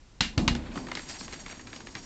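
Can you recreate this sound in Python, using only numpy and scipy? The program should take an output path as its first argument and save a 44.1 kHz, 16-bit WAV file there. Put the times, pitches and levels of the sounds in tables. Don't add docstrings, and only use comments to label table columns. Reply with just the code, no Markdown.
import sys
import numpy as np
from scipy import signal
from scipy.fft import rfft, irfft
from scipy.io import wavfile

SR = 44100
rng = np.random.default_rng(int(sys.argv[2]) if len(sys.argv) > 2 else 0)


def master(y):
    cut = np.clip(np.atleast_2d(y).T, -1, 1)
    pcm = np.round(cut * 32767)
    wavfile.write(sys.argv[1], SR, pcm.astype(np.int16))


N = 90404
TIME = np.arange(N) / SR


# (frequency [Hz], level [dB per Hz])
AIR_COLOUR = [(28, -2), (55, -10), (100, -14), (280, -27.5), (600, -32.5), (6000, -38.5), (8500, -41)]

def open_air():
    return from_db(-52.5) * coloured(rng.standard_normal(N), AIR_COLOUR)


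# (time [s], level [dB], treble [dB], contact length [s],
# boosted frequency [Hz], clang pitch [ratio], ring level [dB], ring fade time [s])
HITS = [(0.2065, -18, 1, 0.004, 4180, 0.97, -25.5, 0.24),
        (0.246, -37.5, -0.5, 0.0062, 2860, 1.02, -38, 0.29),
        (0.3774, -25, 2.5, 0.004, 1400, 1.1, -36, 0.22),
        (0.4778, -17, 0.5, 0.0021, 3030, 1.11, -31.5, 0.22),
        (0.4809, -19, -1.5, 0.0038, 1100, 1.12, -29, 0.21), (0.756, -38, -8, 0.0064, 1060, 1.1, -47, 0.083),
        (0.916, -24.5, -8.5, 0.0022, 2080, 1.27, -44, 0.2)]
# (frequency [Hz], level [dB per Hz])
CRACK_COLOUR = [(350, -6), (600, -1), (850, 1), (1100, 5.5), (1600, 3), (2050, 3), (3200, 3.5),
                (4200, -3.5), (5500, 5.5), (7000, -4.5), (8500, -28)]
AFTER_RING_COLOUR = [(350, -13), (700, -5.5), (1300, -3), (2000, 5), (2900, 1.5), (4200, 4.5), (5600, -5.5),
                     (7000, -1), (8500, -35)]
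# (frequency [Hz], level [dB])
CLANG_NOTES = [(860, -10), (1320, -13.5), (2000, -9.5), (2830, -8.5), (3380, -11.5), (3950, -9.5),
               (4300, -11), (6850, -22.5)]
FRAME_NOTES = [(1780, -6), (2130, -4.5), (2470, -3), (2762, 3), (2830, 1.5), (2948, -1.5), (3747, -8.5),
               (4011, -6), (4320, -4)]
CRACK_DB, FRAME_DB, FRAME_FADE_S = -1.5, -9, 0.21

def clacks():
    out, kicks = np.zeros(N), np.zeros(N)
    for s, db, treble_db, length_s, boost_hz, pitch, ring_db, fade_s in HITS:
        touch = contact(length_s)
        clang = sum(from_db(note_db) * treble(hz, treble_db) * tone(touch, hz * pitch)
                    for hz, note_db in CLANG_NOTES)
        crack = from_db(CRACK_DB) * burst(touch, CRACK_COLOUR, treble_db)
        add(out, s, from_db(db) * boosted(crack + clang, boost_hz, sharpness=5.2, db=7))
        add(out, s, from_db(ring_db) * burst(dying(fade_s, samples=20000), AFTER_RING_COLOUR, treble_db))
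        add(kicks, s, from_db([ring_db + FRAME_DB]))
    return out + ring(kicks, [(hz, db, FRAME_FADE_S) for hz, db in FRAME_NOTES])


# (time [s], push [dB], push length [s], boom [dB], bass [dB], pitch [ratio])
LANDINGS = [(0.205, -22.5, 0.01, -33.5, -6, 0.92), (0.374, -14, 0.015, -20.5, -11.5, 0.97),
            (0.475, -17, 0.0098, -26.5, -9, 1.01), (0.505, -22, 0.01, -46.5, 13.5, 1),
            (0.542, -38, 0.0065, -30.5, 0.5, 1), (0.758, -25.5, 0.0016, -33, -31, 1.05)]
# (frequency [Hz], level [dB], fade time [s])
RAMP_NOTES = [(39.1, 6, 0.91), (69.04, 7, 0.58), (137.4, -5, 0.34), (201.5, -2, 0.42), (240, 0, 0.77),
              (267.3, 0, 0.24), (315.7, -4, 0.49), (510, -20.5, 1.1), (581, -16, 0.47)]
# (frequency [Hz], level [dB per Hz])
SHEET_COLOUR = [(30, -18.5), (70, -9.5), (130, 7), (240, 3.5), (320, -3), (420, -13), (700, -11),
                (1100, -20.5), (2000, -34.5)]
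RAMP_RING_DB, SHEET_DB, SHEET_FADE_S = -4.5, -4.5, 0.53
BASS_FULL_HZ, BASS_UNTIL_HZ = 110, 189

def ramp_booms():
    out = np.zeros(N)
    for s, push_db, length_s, boom_db, bass_db, pitch in LANDINGS:
        progress = np.minimum(TIME[:SR // 16] / length_s, 1)
        bend = np.sin(3 * np.pi * progress) * np.sin(np.pi * progress)
        bass = [(BASS_FULL_HZ, bass_db), (BASS_UNTIL_HZ, 0)]
        notes = [(hz * pitch, db + at_hz(bass, hz), fade_s) for hz, db, fade_s in RAMP_NOTES]
        sheet = [(hz, db + at_hz(bass, hz)) for hz, db in SHEET_COLOUR]
        add(out, s, from_db(push_db) * bend)
        add(out, s, from_db(boom_db + SHEET_DB) * burst(dying(SHEET_FADE_S, samples=30000), sheet))
        add(out, s, from_db(boom_db + RAMP_RING_DB) * ring(signal.unit_impulse(SR), notes))
    return out


# (time [s], level [dB])
ROLL_LEVELS = [(0, -66), (.2, -64.5), (.36, -48.5), (.8, -42), (1.05, -50), (1.3, -47), (1.45, -51),
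               (1.75, -50), (2.05, -49)]
# (frequency [Hz], level [dB per Hz])
ROLL_COLOUR = [(30, -2), (65, 0.5), (110, 1), (180, 2), (250, 6), (345, 1), (450, -6), (650, -10),
               (1000, -8.5), (2000, -30.5)]

def wheel_rumble():
    return level(ROLL_LEVELS) * coloured(rng.standard_normal(N), ROLL_COLOUR)


# (time [s], relative level [dB], treble [dB], pitch [Hz])
KNOCKS = [(0.55, -20, -2.5, 1703), (0.7743, -16, -17, 1284), (0.868, -20.5, -14, 1830),
          (0.885, -21, -15.5, 980), (0.9154, -15.5, -25, 2090), (0.951, -17.5, -2.5, 4020),
          (0.9704, -16, -10, 2100), (0.992, -23.5, -5.5, 1720), (1.208, -22, -11.5, 4270),
          (1.279, -24.5, -7.5, 1070), (1.325, -20.5, -9, 286), (1.332, -27.5, 1.5, 1240),
          (1.461, -21, -10.5, 2220), (1.497, -26, -14, 2200), (1.525, -24, -14.5, 2220),
          (1.594, -26, -12, 1800), (1.67, -23, -10, 2340), (1.729, -22, -8.5, 1740),
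          (1.761, -26.5, -4, 295), (1.803, -26, -11.5, 1110), (1.869, -24, -8, 1720),
          (1.951, -16.5, -7, 1860)]
# (frequency [Hz], level [dB per Hz])
KNOCK_COLOUR = [(150, 1.5), (300, 4.5), (550, -4), (1100, 1), (1500, 0.5), (2100, 5.5), (3100, 1.5),
                (4500, 3), (6500, -6), (8500, -8.5)]
RATTLE_DB, RATTLE_RING_DB, KNOCK_TONE_DB = -7.5, -10.5, -6
BOUNCE_S, BOUNCE_DB = 0.012, -10.5

def rattles():
    out = np.zeros(N)
    touch = contact(length_s=0.003)
    tail = dying(fade_s=0.14, samples=7000)
    for s, db, treble_db, hz in KNOCKS:
        gain = from_db(db + RATTLE_DB)
        add(out, s, gain * burst(touch, KNOCK_COLOUR, treble_db))
        add(out, s, gain * from_db(RATTLE_RING_DB) * burst(tail, KNOCK_COLOUR, treble_db))
        bounce_at = s + BOUNCE_S * (.5 + rng.random())
        add(out, bounce_at, gain * from_db(BOUNCE_DB) * burst(touch, KNOCK_COLOUR, treble_db))
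        add(out, s, gain * from_db(KNOCK_TONE_DB) * tone(dying(fade_s=0.025, samples=4000), hz))
    return out


def grit_clicks(per_s=3500, spread_db=2, clump_db=3.5, clump_s=1 / 60):
    clump_times = np.arange(0, TIME[-1] + 1, clump_s)
    sizes = from_db(spread_db * np.minimum(rng.exponential(1, N), 5))
    signs = rng.choice([-1, 1], N)
    flutter = np.interp(TIME, clump_times, rng.standard_normal(N)[:len(clump_times)])
    crushed = rng.random(N) < per_s / SR
    return sizes * signs * from_db(clump_db * flutter) * crushed


# (time [s], level [dB])
CRACKLE_LEVELS = [(0, -81), (.4, -77), (.6, -51), (.85, -54.5), (.97, -47.5), (1.05, -56), (1.11, -45.5),
                  (1.25, -58), (1.34, -47.5), (1.41, -56), (1.54, -51), (1.64, -61), (1.76, -54.5),
                  (2.05, -57)]
# (frequency [Hz], level [dB per Hz])
CRACKLE_COLOUR = [(350, -39), (600, 8), (1100, 1), (1700, 7.5), (2250, 6), (3000, 3), (4600, -2.5),
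                  (6100, -19), (8500, -14)]

def grit_crackle(clicks):
    return level(CRACKLE_LEVELS) * coloured(clicks, CRACKLE_COLOUR)


# (frequency [Hz], level [dB], fade time [s], loudest at [s])
WHEEL_NOTES = [(4600, 1, 0.073, 1.3), (5725, 1, 0.08, 1.6), (6650, 10, 0.022, 1.52), (7490, 5, 0.022, 1.27),
               (8265, 3.5, 0.033, 1.38)]
# (time [s], level [dB])
SINGING_LEVELS = [(0, -76), (.7, -68), (.77, -47.5), (.84, -54.5), (.96, -50), (1.5, -55), (1.65, -58),
                  (2.05, -51)]

def wheel_singing(clicks, swell_s=0.46):
    notes = 0
    for hz, db, fade_s, loudest_s in WHEEL_NOTES:
        swell = 1 / np.hypot(1, ((TIME - loudest_s) / swell_s) ** 2)
        notes = notes + swell * ring(clicks, [(hz, db, fade_s)])
    return level(SINGING_LEVELS) * unit_level(notes)


# (time [s], level [dB], length [s])
SIDE_SCUFFS = [(1.082, -37.5, 0.04), (1.185, -39.5, 0.027), (1.742, -47, 0.036)]
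# (frequency [Hz], level [dB per Hz])
HISS_COLOUR = [(2500, -21), (3800, -7), (5000, 3), (6100, -6.5), (7400, -1.5), (8500, -5)]
HISS_DB = -1.5

def grit_hiss():
    loudness = from_db(HISS_DB) * level(SINGING_LEVELS)
    for s, db, length_s in SIDE_SCUFFS:
        add(loudness, s, from_db(db) * contact(length_s))
    return loudness * coloured(grit_clicks(), HISS_COLOUR)


def from_db(db):
    return 10 ** (np.asarray(db) / 20)


def unit_level(x):
    return x / np.sqrt(np.mean(x ** 2) + 1e-20)


def level(curve):
    return from_db(np.interp(TIME, *np.transpose(curve)))


def at_hz(points, hz):
    frequencies, db = np.transpose(points)
    return np.interp(np.log(hz + 1e-9), np.log(frequencies), db)


def coloured(x, colour):
    hz = np.arange(N // 2 + 1) * SR / N
    low_cut = np.minimum(hz / colour[0][0], 1) ** 2
    return unit_level(irfft(rfft(x) * from_db(at_hz(colour, hz)) * low_cut, N))


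def add(out, s, x):
    start = int(s * SR)
    out[start:start + len(x)] += x[:N - start]


def contact(length_s):
    t = TIME[:SR // 8] / length_s * np.e
    return t * np.exp(1 - t)


def dying(fade_s, samples, rise_s=0.0012):
    t = TIME[:samples]
    return (1 - np.exp(-t / rise_s)) * np.exp(-np.log(1000) * t / fade_s)


def tone(shape, hz):
    return np.sqrt(2) * shape * np.sin(2 * np.pi * (hz * TIME[:len(shape)] + rng.random()))


def treble(hz, db, from_hz=1050, full_hz=4440):
    return from_db(at_hz([(from_hz, 0), (full_hz, db)], hz))


def boosted(x, hz, sharpness, db):
    return x + (from_db(db) - 1) * signal.lfilter(*signal.iirpeak(hz, sharpness, fs=SR), x)


def ring(clicks, notes):
    out = 0
    for k, (hz, db, fade_s) in enumerate(notes):
        decay, step = from_db(-60 / (fade_s * SR)), 2 * np.pi * hz / SR
        feedback = [1, -2 * decay * np.cos(step), decay * decay]
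        out = out + (-1) ** k * from_db(db) * signal.lfilter([0, np.sin(step)], feedback, clicks + 1e-18)
    return out


EDGES_HZ = np.concatenate([np.geomspace(25, 700, 11)[:-1], np.geomspace(700, 9800, 14)])
# (centre [Hz], width [Hz], filter)
BANDS = [(np.sqrt(lo * hi), hi - lo, signal.butter(2, [lo, hi], "band", fs=SR, output="sos"))
         for lo, hi in zip(EDGES_HZ, EDGES_HZ[1:])]

def burst(shape, colour, treble_db=0):
    out, energy = 0, 0
    noise = rng.standard_normal((2, len(shape))) * shape
    for k, (hz, width, band_filter) in enumerate(BANDS):
        if hz > colour[0][0] * np.sqrt(.5):
            gain = from_db(at_hz(colour, hz)) * np.sqrt(width)
            band = unit_level(signal.sosfilt(band_filter, noise[k % 2] + 1e-18))
            out = out + gain * treble(hz, treble_db) * band
            energy += gain ** 2
    return out * np.sqrt(np.mean(shape ** 2) / energy)


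def scene():
    air = open_air()
    clicks = grit_clicks()
    wheels = wheel_rumble() + grit_crackle(clicks) + wheel_singing(clicks) + grit_hiss()
    return (air + wheels + clacks() + ramp_booms() + rattles())[None]


# (frequency [Hz], level [dB])
TREBLE_FADE = [(7700, -0.5), (7950, -25), (8350, -9.5), (9000, -27.5)]
CUTOFF_HZ = 8850

def record(dry):
    hz = np.arange(N + 1) * SR / (2 * N)
    softened = irfft(rfft(dry, 2 * N) * from_db(at_hz(TREBLE_FADE, hz)))[:, :N]
    return signal.sosfilt(signal.cheby1(12, .3, CUTOFF_HZ, fs=SR, output="sos"), softened)


dry = scene()
out = record(dry)
master(out)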